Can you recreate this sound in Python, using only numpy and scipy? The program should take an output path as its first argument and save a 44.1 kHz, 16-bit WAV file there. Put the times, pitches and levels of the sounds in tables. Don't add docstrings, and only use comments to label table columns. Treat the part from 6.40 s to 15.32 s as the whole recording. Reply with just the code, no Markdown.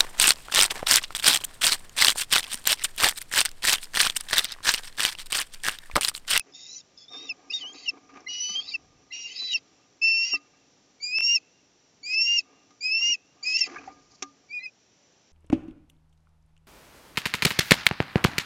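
import sys
import numpy as np
from scipy import signal
from scipy.fft import rfft, irfft, next_fast_len
from scipy.io import wavfile
from scipy.ndimage import uniform_filter1d, map_coordinates

SR = 44100
rng = np.random.default_rng(int(sys.argv[2]) if len(sys.argv) > 2 else 0)


def undo_db(level):
    steps = np.asarray(level, float) / 20
    return 10 ** steps


def wrap_up_sound(samples):
    columns = np.atleast_2d(samples).T
    tamed = np.clip(columns, -1, 1)
    steps = np.round(tamed * 32767).astype(np.int16)
    wavfile.write(sys.argv[1], SR, steps)


N = 393350
T = np.arange(N) / SR

# start_s, pitch_hz, level_db
SQUEALS = [
    [(.134, 3580, -58), (.15, 3675, -50), (.26, 3715, -53), (.32, 4050, -50), (.39, 4050, -61),
     (.418, 3480, -61)],
    [(.565, 3750, -64), (.59, 3460, -61), (.62, 3455, -54), (.672, 3410, -66)],
    [(.68, 3470, -42), (.7, 3740, -54.5), (.745, 3590, -40), (.856, 3814, -47.5), (.898, 3440, -46.5)],
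    [(1.128, 3470, -45), (1.14, 3753, -25), (1.172, 3694, -32.5), (1.203, 3500, -55)],
    [(2.208, 3310, -43), (2.26, 3630, -57), (2.291, 4080, -38.5), (2.33, 3470, -59.5)],
    [(2.93, 3160, -58), (2.95, 3500, -67), (2.965, 3810, -51), (2.992, 3990, -38.5), (3.0, 4020, -31.5),
     (3.092, 3943, -35), (3.12, 3864, -28), (3.14, 3780, -34.5)],
]
# roughness (pitch and level shake), halfway_line_db (relative)
SQUEAL_HOARSENESS = [(3.5, -4), (2, 0), (.9, -6), (.7, -12), (2.5, -30), (.5, -24)]
# start_s, pitch_hz, level_db
STRANDS = [
    [(.122, 5060, -58), (.16, 5400, -63), (.22, 5200, -55), (.39, 5490, -53), (.416, 5080, -57)],
    [(.29, 5900, -61), (.33, 5890, -47), (.375, 6000, -39.5), (.395, 5930, -66)],
    [(.878, 7000, -64), (.888, 7000, -49), (.897, 7000, -58)],
    [(2.235, 5120, -56.5), (2.27, 5200, -54.5), (2.285, 5000, -57), (2.3, 5200, -42), (2.32, 4950, -49)],
    [(2.958, 4990, -38.5), (2.99, 5080, -39), (3.005, 5250, -47.5)],
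    [(3.112, 6770, -50), (3.138, 6820, -43), (3.146, 6900, -45)],
    [(3.165, 5630, -45), (3.19, 5090, -61.5)],
    [(.138, 6880, -58), (.25, 6900, -58), (.39, 6780, -59), (.415, 6860, -63)],
    [(.572, 5010, -54), (.582, 5100, -50.5), (.6, 5150, -60), (.65, 5120, -56)],
    [(3.128, 6050, -50), (3.137, 6000, -31), (3.146, 5950, -46)],
    [(3.105, 2900, -51.5), (3.135, 2950, -33.5), (3.146, 2840, -36.5)],
]
STRAND_ROUGHNESS = [4.5, 2.5, 1.5, 4, 2, 1.5, 1.5, 5, 3, 1.5, 4]
# start_s, pitch_hz, beak_opening_db
WHISTLES = [
    [(4.597, 2193, -13), (4.636, 2379, 11), (4.72, 2491, -3.5), (4.765, 2631, 1.5), (4.82, 2702, -3),
     (4.85, 2750, 2), (4.945, 2823, 0.5), (4.96, 2726, 8.5), (4.986, 2510, -12)],
    [(5.627, 2223, 9), (5.665, 2412, 0), (5.75, 2598, 0.5), (5.804, 2688, 1), (5.84, 2749, 2.5),
     (5.896, 2793, -7), (5.968, 2829, -6), (5.99, 2700, 8.5), (6.012, 2490, -15)],
    [(6.404, 2300, 5), (6.452, 2530, 5), (6.498, 2540, -1.5), (6.53, 2640, 0), (6.608, 2752, -6.5),
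     (6.628, 2790, -5), (6.724, 2868, -1.5), (6.742, 2688, -1), (6.76, 2520, -13.5)],
]
# pitch_hz, level_db
PIPE_FUNDAMENTAL = [(2200, -55), (2400, -42.5), (2520, -29), (2680, -23), (2715, -25), (2750, -36),
                    (2785, -22), (2860, -23.5)]
# pitch_hz, level_db
PIPE_OCTAVE = [(2200, -54), (2380, -40), (2520, -34), (2720, -24), (2860, -27.5)]
# start_s, pitch_hz, level_db, octave_db
BROKEN = [
    [(7.024, 2204, -55, -67), (7.036, 2364, -50, -30.5), (7.054, 2442, -34.5, -50.5),
     (7.072, 2538, -27.5, -29.5), (7.126, 2552, -29.5, -30.5), (7.132, 2572, -30.5, -34.5),
     (7.154, 2667, -26.5, -24.5), (7.17, 2680, -24.5, -21), (7.176, 2720, -30, -40.5)],
    [(7.174, 2702, -28.5, -34.5), (7.188, 2840, -33.5, -33), (7.196, 2783, -35, -33.5),
     (7.2, 2924, -45.5, -46), (7.204, 2800, -45, -42)],
    [(7.204, 2790, -39, -41.5), (7.21, 2743, -30, -23.5), (7.218, 2680, -25, -14.5),
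     (7.232, 2690, -31, -40), (7.24, 2640, -29, -22), (7.248, 2421, -37.5, -56), (7.268, 2350, -63, -61)],
]
# start_s, pitch_hz, level_db, octave_db
STEADY = [
    [(3.613, 2603, -46, -60), (3.621, 2622, -25, -31), (3.65, 2678, -19.5, -27.5),
     (3.73, 2689, -21.5, -27.5), (3.76, 2705, -25.5, -28), (3.835, 2729, -25, -28), (3.862, 2810, -35, -33),
     (3.885, 2835, -39, -34.5), (3.906, 2806, -45, -36)],
    [(3.902, 2835, -41.5, -39), (3.912, 2772, -39, -35), (3.924, 2787, -30.5, -26.5),
     (3.938, 2763, -23.5, -23.5), (3.954, 2681, -24.5, -31.5), (3.962, 2650, -26.5, -51),
     (3.972, 2630, -50, -67)],
    [(8.188, 1940, -58, -60), (8.231, 2080, -43, -53.5), (8.275, 2040, -68, -80)],
]
# start_s, pitch_hz, level_db, octave_db
CHIRP = [
    [(8.084, 2340, -66, -91.5), (8.102, 2270, -51, -61), (8.128, 2422, -35, -56.5),
     (8.144, 2483, -32.5, -56), (8.152, 2458, -30, -52), (8.182, 2447, -32, -55), (8.192, 2435, -31, -55),
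     (8.198, 2420, -41, -72), (8.224, 2410, -69.5, -67)],
    [(8.222, 2540, -65.5, -83), (8.238, 2560, -39, -48.5), (8.254, 2560, -37, -43.5),
     (8.264, 2456, -33.5, -55), (8.272, 2450, -46.5, -66), (8.28, 2570, -40.5, -57),
     (8.286, 2470, -50.5, -65), (8.296, 2470, -54, -92), (8.302, 2575, -72, -85)],
]
# start_s, pitch_hz, level_db, octave_db
HELD = [
    [(1.203, 3420, -61, -56), (1.213, 3110, -37, -63), (1.248, 2870, -36.5, -55.5), (1.29, 3200, -41, -51),
     (1.32, 3180, -47.5, -74.5), (1.338, 3540, -82, -45.5)],
    [(1.878, 2790, -54.5, -44), (1.89, 2900, -36, -41.5), (1.99, 2927, -37, -42), (2.02, 2962, -35, -29),
     (2.148, 3009, -38.5, -38.5), (2.16, 3143, -27, -51.5), (2.196, 3216, -26, -54.5),
     (2.214, 3150, -51.5, -70)],
    [(2.72, 2700, -35.5, -62), (2.734, 2810, -36, -40), (2.752, 2835, -41, -41.5), (2.833, 2823, -46, -42),
     (2.864, 2784, -33.5, -45), (2.886, 2830, -49, -71), (2.93, 3120, -43.5, -47)],
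]
# peak_s, pitch_hz, glide_hz_per_s, level_db, octave_db
OPENERS = [
    (0.916, 2543, -9000, -36, -42.5),
    (1.109, 2593, 14994, -32.5, -32),
    (1.126, 2797, 9002.5, -35.5, -57),
    (1.467, 2920, -12000, -33.5, -47),
    (1.874, 2067, 7991, -34.5, -42.5),
    (2.325, 2362, -1500, -42, -34.5),
    (2.716, 2046, 5000, -42.5, -48.5),
]
# peak_s, pitch_hz, rise_s, level_db, octave_db
CLOSERS = [
    (.001, 2610, 0.011, -33, -47),
    (0.901, 2658, 0.011, -29, -34),
    (1.491, 2710, 0.018, -26, -26.5),
    (2.348, 2683, .012, -24, -39.5),
    (3.155, 2703, .02, -23, -25),
]
# start_s, end_s, depth_db, pitch_share (ratio)
FLUTTER = [(2.347, 2.37, -21.5, .28), (3.163, 3.19, -19, 0.3), (3.618, 3.939, -35, .27),
           (3.95, 3.979, -18, .27), (4.661, 4.812, -35.5, .225), (4.815, 4.947, -29, .215),
           (4.944, 4.987, -27.5, .25), (5.653, 5.69, -32.5, .235), (5.688, 5.76, -21.5, 0.18),
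           (5.8, 5.984, -27, .235), (5.983, 6.019, -27.5, .25), (6.416, 6.515, -31.5, 0.2),
           (6.513, 6.596, -37.5, 0.34), (6.601, 6.73, -22.5, 0.25), (6.733, 6.767, -22.5, .27),
           (7.051, 7.168, -27, .235), (7.18, 7.212, -7.5, .28), (8.09, 8.21, -38.5, .2)]
# start_s, end_s, level_db, low_db, high_db (both relative)
BREATH = [(0.138, 0.414, -57, -3.5, 6), (0.573, 0.653, -58, -12.5, 1), (0.721, 0.912, -57, 1, -2),
          (1.108, 1.238, -45.5, -2.5, -3.5), (1.25, 1.328, -62, -5, -5), (1.335, 1.514, -50, 1, 1),
          (1.887, 2.188, -43, -3, -8.5), (2.19, 2.366, -43.5, -8.5, -9), (2.717, 2.959, -50, 2.5, 3),
          (2.95, 3.104, -42, -2, -8), (3.1, 3.145, -37.5, -2.5, -8.5), (3.147, 3.191, -48.5, 1, -10),
          (3.618, 3.825, -40.5, -11.5, -2.5), (3.816, 3.933, -39, -4, -1.5), (3.942, 3.984, -50.5, 2, -2),
          (7.038, 7.18, -41.5, -6, 3.5), (7.164, 7.28, -41.5, 1, 3)]
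# centre_hz, width_hz, level_db
THROAT = [(2037, 130, -3), (2613, 370, 0), (3187, 110, -3), (3915, 310, -3.5), (4466, 110, 3.5),
          (4698, 210, 3), (5237, 190, 0), (6200, 190, -7), (6540, 390, -9), (6860, 260, -7),
          (6870, 590, -16.5)]
# start_s, length_s,
# level_db, pole_db, rustle_db (both relative)
BRUSHES = [
    (0.058, 0.077, -66, 8.5, 4),
    (1.51, 0.073, -68, -2, 0),
    (1.691, 0.029, -62.5, -15, 3),
    (1.729, .1, -61, 2, 0.5),
    (3.016, 0.026, -63.5, -1, 4.5),
    (3.711, 0.35, -68.5, -18, 4),
    (7.259, 0.21, -51, -1, -4),
    (7.314, 0.11, -58, -6, 0),
    (7.353, 0.02, -58, -6, 10),
    (7.39, 0.16, -60, -0.5, -4),
]
# start_s, length_s, level_db
FEATHERS = [
    (7.27, 0.11, -62),
    (7.318, 0.26, -66.5),
    (7.423, 0.18, -69),
    (7.558, 0.38, -65.5),
    (7.732, .15, -72),
]
# frequency_hz, level_db_per_hz
FEATHER_HISS = [(3000, -30), (4500, 1.5), (5600, -1), (7000, -3), (7900, -22)]
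# time_s, bracket_db, pole_db (relative)
SHUFFLE = [
    (0.0, -75.5, 9),
    (0.72, -79.5, 10),
    (0.92, -62.5, 5),
    (5.48, -83, 13),
    (7.59, -77, 6),
    (8.91, -89.5, 12),
]
# start_s, length_s, level_db, pole_db (relative)
SCRAPES = [(0.703, 0.13, -54, 1), (0.809, 0.063, -67.5, 15.5), (1.224, 0.084, -57, -5),
           (1.318, 0.065, -59, 3), (1.527, 0.063, -65, 9), (1.553, 0.053, -57, -4),
           (1.753, 0.055, -47.5, -5.5), (2.142, 0.1, -55, -7.5), (4.132, 0.036, -63, -19),
           (5.759, 0.14, -69, 4.5), (6.044, 0.24, -66, -0.5), (6.636, 0.087, -64.5, 10.5),
           (6.915, 0.94, -64.5, -4), (7.491, 0.054, -62, 6)]
# centre_hz, width_hz, level_db
POLE = [(275.5, 19, 5.5), (447, 83, -4.5)]
# centre_hz, width_hz, level_db
BRACKET = [(738, 61, -2.5), (1113, 110, -9.5), (1212, 16, 4), (1636, 38, -10), (2300, 180, -13)]
# frequency_hz, level_db_per_hz
RUSTLE = [(120, -30.5), (250, -18.5), (1500, 1), (2500, -3.5), (3600, -16.5), (6000, -8.5), (7800, -30)]
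# start_s, peak_db, crack_db, thud_db (both relative)
KNOCKS = [
    (2.091, -41, -25, 5.5),
    (3.934, -33.5, -26, 11),
    (6.306, -52, 4.5, -0.5),
    (6.607, -46.5, -30.5, 6),
    (7.823, -30.5, 15, 9),
]
# frequency_hz, level_db, t60_s
MOUNT_MODES = [(283, -13.5, 0.24), (372, -5, 0.054), (754, 1.5, 0.065), (1214, 1.5, 0.19), (1130, -2, 0.08),
               (1340, -5.5, 0.046), (1624, -7.5, 0.082), (2090, 2.5, 0.036)]
# frequency_hz, level_db_per_hz
CRACK = [(880, -72), (1500, -22), (2050, -10.5), (4600, -15), (5000, -16), (5610, -1.5), (7690, -18.5),
         (10000, -62), (16900, -120)]
# start_s, frequency_hz, peak_db, t60_s
TWIGS = [
    (1.804, 5600, -42, 0.02),
    (2.1, 200, -47.5, 0.085),
    (7.312, 346, -46, 0.17),
    (6.7, 2440, -23.5, 0.02),
    (7.358, 1654, -36.5, 0.095),
    (7.357, 2200, -37, 0.047),
    (7.361, 1198, -33, 0.059),
    (7.476, 1950, -48, .04),
    (7.383, 2430, -32.5, 0.035),
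    (7.475, 766, -30.5, 0.056),
]
# start_s, peak_db
CRACKLES = [
    (1.691, -54),
    (1.739, -51),
    (1.752, -49),
    (1.772, -48),
    (7.323, -45),
    (7.345, -41),
    (7.368, -44),
    (7.415, -47),
    (7.44, -46),
]
# time_s, level_db
GUST = [(0, -82), (2.3, -71), (2.45, -60), (2.7, -77.5), (7, -85.5), (7.4, -64), (7.9, -74), (8.1, -84),
        (8.92, -88)]
# frequency_hz, level_db_per_hz
AIR = [(15, -52.5), (25, -31), (108, -7.5), (151, -5.5), (281, -6.5), (433, -7.5), (808, -12),
       (1130, -18.5), (1440, -16.5), (5770, -17), (7690, -18.5), (10000, -49.5), (16900, -120)]
# centre_hz, width_hz, level_db
WHINE = [(6020, 60, 0.5), (5600, 260, -3), (2720, 22, -14.5)]
# start_s, end_s, low_hz, high_hz
HOLES = [
    (3.63, 3.81, 3050, 3700),
    (3.89, 4.02, 3250, 3550),
    (4.66, 4.73, 2850, 3200),
    (6.52, 6.59, 3050, 3600),
    (8.17, 8.28, 2900, 3100),
]
DROPS = [
    4.7863,
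    4.8077,
]


def unit(x):
    return x / np.sqrt(np.mean(x ** 2) + 1e-20)


def filtered(x, response):
    m = next_fast_len(len(x) + SR // 2)
    return irfft(rfft(x, m) * response(np.fft.rfftfreq(m, 1 / SR)), m)[:len(x)]


def coloured(points):
    f, db = np.transpose(points)
    return lambda hz: undo_db(np.interp(np.log(hz + 1), np.log(f), db, -120, -120))


def resonant(peaks):
    def response(f):
        total = 0
        for k, (centre, width, db) in enumerate(peaks):
            damping = 1j * f * width
            total = total + (-1) ** k * undo_db(db) * damping / (centre * centre - f * f + damping)
        return total
    return response


def wobble(rate, size=N):
    knots = rng.standard_normal(int(size * rate / SR) + 4)
    coarse = np.arange(0, size + 16, 16)
    return np.interp(np.arange(size), coarse, map_coordinates(knots, [coarse * rate / SR]))


def gain(rows, axis=1):
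    rows = np.array(rows)
    return undo_db(np.interp(T, rows[:, 0], rows[:, axis], -140, -140))


def gate(t, edge):
    return np.minimum(1, np.minimum(t - t[0], t[-1] - t) / edge)


def span(t0, t1):
    return slice(max(round(t0 * SR), 0), round(t1 * SR))


def voice():
    tone = sung_notes() + squeals()
    side = filtered(tone * flutter(), coloured([(1500, -34.0), (2000, -1.5), (3000, -15), (3600, -18.5),
                                                (4500, 3.5), (7000, 3.0), (8000, 9.5)]))
    call = tone + side + breath()
    return call + far_shore(call)


def sung_notes():
    broken_calls = list(HELD)
    for row in OPENERS:
        broken_calls.append(blip(*row, rise_s=0.011, glide_in=row[2], fall_s=0.012, square=2.1))
    for s, hz, rise_s, db, octave_db in CLOSERS:
        broken_calls.append(blip(s, hz, -5000, db, octave_db, rise_s, -198 / rise_s, fall_s=0.017, square=2.8))
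    clear = STEADY[:2] + BROKEN + [whistle(rows) for rows in WHISTLES]
    tone = sum(note(rows, jitter_hz=8, third_db=-20.0, rough_db=2.5) for rows in broken_calls)
    tone += sum(note(rows, jitter_hz=6.0, third_db=-9.5) for rows in clear)
    tone += sum(note(rows, jitter_hz=7, third_db=-11.0, rough_db=4.5) for rows in STEADY[2:] + CHIRP)
    return tone


def note(rows, jitter_hz, third_db, rough_db=1.54):
    s, hz, *levels = np.transpose(rows)
    a, b = round(s[0] * SR), round(s[-1] * SR)
    cols = [hz, *undo_db(np.array(levels) / 2)]
    hz, one, two = (uniform_filter1d(np.interp(T[a:b], s, c), size=200, mode="nearest") for c in cols)
    turn = 2 * np.pi * np.cumsum(hz + jitter_hz * wobble(150, size=b - a)) / SR
    y = one ** 2 * undo_db(rough_db / 2 * wobble(70, size=b - a)) * np.sin(turn)
    octave_phase = np.pi * np.clip((hz - 2600) / 200, 0, 1)
    y -= two ** 2 * undo_db(rough_db * wobble(150, size=b - a)) * np.cos(2 * turn + octave_phase)
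    y += two ** 2 * undo_db(third_db - abs(hz - 2330) / 33) * np.sin(3 * turn)
    return np.sqrt(2) * np.pad(y * gate(T[a:b], 0.0046), (a, N - b))


def whistle(rows):
    onset_s, onset_db, release_s, release_db = 0.0052, 25.5, 0.038, 9.5
    s, hz, beak_db = np.transpose(rows)
    t = np.arange(s[0], s[-1], .002)
    hz = uniform_filter1d(np.interp(t, s, hz), size=9, mode="nearest")
    onset = np.clip(1 - (t - s[0]) / onset_s, 0, 1)
    release = np.clip(1 - (s[-1] - t) / release_s, 0, 1)
    edge_db = -onset_db * onset - release_db * release ** 2
    edge_db += 6 * release * rng.standard_normal(len(t))
    one, two = (np.interp(hz, *np.transpose(pipe)) + edge_db for pipe in (PIPE_FUNDAMENTAL, PIPE_OCTAVE))
    return np.transpose([t, hz, one, two + np.interp(t, s, beak_db)])


def blip(s, hz, glide, db, octave_db, rise_s, glide_in, fall_s, square):
    t = np.arange(max(-s, -1.3 * rise_s), 1.3 * fall_s, .002)
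    swell_db = -20 * abs(t / np.where(t < 0, rise_s, fall_s)) ** square
    pitch_hz = hz + np.where(t < 0, glide_in, glide) * t
    return np.transpose([s + t, pitch_hz, db + swell_db, octave_db + 1.7 * swell_db])


def squeals():
    tone = sum(squeal(rows, rough, half_db=-28) for rows, rough in zip(STRANDS, STRAND_ROUGHNESS))
    return tone + sum(squeal(rows, *hoarse) for rows, hoarse in zip(SQUEALS, SQUEAL_HOARSENESS))


def squeal(rows, rough, half_db):
    s, hz, one_db = np.transpose(rows)
    a, b = round(s[0] * SR), round(s[-1] * SR)

    def smooth(column):
        return uniform_filter1d(np.interp(T[a:b], s, column), size=600, mode="nearest")

    turn = 2 * np.pi * np.cumsum(smooth(hz) + 11 * rough * wobble(330, size=b - a)) / SR
    y = (1 + 0.25 * rough * wobble(250 + 30 * rough, size=b - a)) * np.sin(turn)
    y += undo_db(half_db) * wobble(350, size=b - a) * np.sin(3 * turn / 2)
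    y += undo_db(-30.5) * np.sin(2 * turn)
    return np.sqrt(2) * np.pad(y * undo_db(smooth(one_db)) * gate(T[a:b], 0.0058), (a, N - b))


def flutter():
    pitch_rows = [np.array(rows)[:, :2] for rows in STEADY[:2] + WHISTLES + BROKEN]
    pitch = np.interp(T, *np.concatenate(pitch_rows).T)
    beat = undo_db(-42.5 + 4.4 * wobble(15)) * wobble(1400)
    for t0, t1, db, share in FLUTTER:
        at = span(t0, t1)
        t = T[at]
        turn = 2 * np.pi * np.cumsum(share * pitch[at] + 22 * wobble(110, size=len(t))) / SR
        depth = 2 * undo_db(db + 2.0 + 2.7 * wobble(37, size=len(t))) * gate(t, 0.0088)
        beat[at] += depth * (np.sin(turn) + 0.29 * np.sin(2 * turn) + 0.27 * np.sin(3 * turn))
    return beat


def breath():
    parts = np.zeros((5, N))
    for peak in THROAT:
        band = filtered(rng.standard_normal(N), lambda f: resonant([peak])(f) ** 2 / undo_db(peak[2]))
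        part = np.searchsorted([3500, 4200, 4600, 5600], peak[0])
        parts[part] += band * undo_db(1.8 * wobble(14) + 2.5 * wobble(60))
    parts /= np.std(parts[2] + parts[3])
    puffs = [(t0, t1, db, db, low_db, high_db) for t0, t1, db, low_db, high_db in BREATH]
    for rows, db in zip(WHISTLES, (-48.5, -45, -46.5)):
        s, hz = whistle(rows).T[:2]
        turn = s[np.argmax(hz > 2700)]
        puffs.append((s[0] + .02, turn, db - 8, db - 8.5, -1.5, 5.5))
        puffs.append((turn, s[-1] + 0.0044, db, db, -1.5, 5.5))
    out = np.zeros(N)
    for t0, t1, db0, db1, low_db, high_db in puffs:
        at = span(t0 - .004, t1 + .004)
        level = undo_db(np.interp(T[at], [t0, t1], [db0, db1])) * gate(T[at], 0.018)
        valley_db = -6 * (t0 > 3.5)
        out[at] += level * (undo_db([low_db, low_db + valley_db, valley_db, 0, high_db]) @ parts[:, at])
    return out


def far_shore(call):
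    t = T[:SR]
    tail = undo_db(-60 * t / 1.6) + undo_db(27.5 - 60 * t / 0.091)
    tail += undo_db(4.5 - 6.8 * ((t - 0.25) / .05) ** 2)
    shore = unit(rng.standard_normal(SR) * tail) / np.sqrt(SR)
    sent = filtered(call, resonant([(2650, 240, -1.5), (2537, 50, 7.5)]))
    return undo_db(-30.5) * signal.fftconvolve(sent, shore)[:N]


def sticks():
    grains = rng.standard_normal((3, N)) * undo_db(1.2 * wobble(45) + 3 * wobble(200))
    bracket = unit(filtered(grains[0], resonant(BRACKET)))
    pole = unit(filtered(grains[1], resonant(POLE)))
    rustle = unit(filtered(grains[2] * undo_db(1.5 * wobble(27)), coloured(RUSTLE)))
    out = gain(SHUFFLE) * (undo_db(1.0) * bracket + undo_db(-5.0) * gain(SHUFFLE, axis=2) * pole)
    scrapes = [(*row, -17.5) for row in SCRAPES]
    for s, length, db, pole_db, rustle_db in BRUSHES + scrapes:
        at = span(s, s + 3 * length)
        u = (T[at] - T[at][0]) / length
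        mix = bracket[at] + undo_db(pole_db) * pole[at] + undo_db(rustle_db) * rustle[at]
        out[at] += undo_db(db) * 4 * u * np.exp(1 - 3.99 * u) * mix
    hiss = unit(filtered(rng.standard_normal(N) * undo_db(4.4 * wobble(70)), coloured(FEATHER_HISS)))
    for s, length, db in FEATHERS:
        at = span(s, s + 3 * length)
        u = 4 * (T[at] - T[at][0]) / length
        out[at] += undo_db(db) * u * np.exp(1 - u) * hiss[at]
    return out


def knocks():
    out, t = np.zeros(N + SR), T[:SR // 2]
    for s, db, crack_db, thud_db in KNOCKS:
        level_draw, pitch_draw = rng.standard_normal((2, len(MOUNT_MODES)))
        ring = np.zeros(len(t))
        for (hz, level, t60), u, v in zip(MOUNT_MODES, level_draw, np.clip(pitch_draw, -1, 1)):
            decay = undo_db(level + 0.47 * u - 60 * t / t60 + thud_db * (hz < 500))
            ring += decay * np.sin(2 * np.pi * hz * (1 + v / 150) * t)
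        crack = unit(filtered(rng.standard_normal(len(t)), coloured(CRACK))) * undo_db(crack_db - 60 * t / 0.04)
        out[round(s * SR):][:len(t)] += undo_db(db - 6.5) * (ring + crack) * (1 - np.exp(-t / 0.0015))
    return out[:N]


def twigs():
    out, t = np.zeros(N), T[:SR // 4]
    for s, hz, db, t60 in TWIGS:
        swell = 2 * undo_db(db - 60 * t / t60) * (1 - np.exp(-t / 0.0043))
        splinter = hz / 2500 * wobble(400, size=len(t))
        out[round(s * SR):][:len(t)] += swell * np.sin(2 * np.pi * hz * t + splinter)
    for s, db in CRACKLES:
        snap = unit(filtered(rng.standard_normal(len(t)), coloured(RUSTLE)))
        out[round(s * SR):][:len(t)] += undo_db(db - 60 * t / 0.032) * (1 - np.exp(-t / 0.00094)) * snap
    return out


def background():
    air = unit(filtered(rng.standard_normal(N), coloured(AIR))) * undo_db(-64.5 + .6 * wobble(3))
    whine = unit(filtered(rng.standard_normal(N), resonant(WHINE))) * undo_db(-70.0)
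    wind_colour = coloured([(20, -14.5), (40, -2.5), (120, -4.0), (300, -15)])
    wind = unit(filtered(rng.standard_normal(N), wind_colour))
    return air + whine + undo_db(1.5 * wobble(7)) * gain(GUST) * wind


def scene():
    return (voice() + sticks() + knocks() + twigs() + background())[None]


def top_cut(x):
    return signal.sosfilt(signal.butter(12, 15730, fs=SR, output="sos"), x)


def record(dry):
    x = filtered(dry[0], lambda hz: undo_db(-40 * np.clip((hz - 7300) / 650, 0, 3) ** 2))
    for t0, t1, low_hz, high_hz in HOLES:
        at = span(t0, t1)
        band = filtered(x[at], lambda hz: (hz > low_hz) & (hz < high_hz))
        x = x - np.pad(.9 * gate(T[at], .01) * band, (at.start, N - at.stop))
    fade = np.ones(N)
    for s in DROPS:
        near = abs(x[round(s * SR):][:17])
        s += np.argmin(abs(near - .4 * near.max())) / SR
        fade = np.where(T >= s, np.clip((T - s) / 0.016, 0, 1), fade)
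    x = filtered(x * fade, lambda hz: hz / (hz - 60j))
    dither = filtered(rng.standard_normal(N), coloured([(20, 5.0), (8000, 4.0), (16000, -3.5)]))
    x = x + undo_db(-94.0) * dither
    return top_cut(x[None])


dry = scene()
out = record(dry)
wrap_up_sound(out)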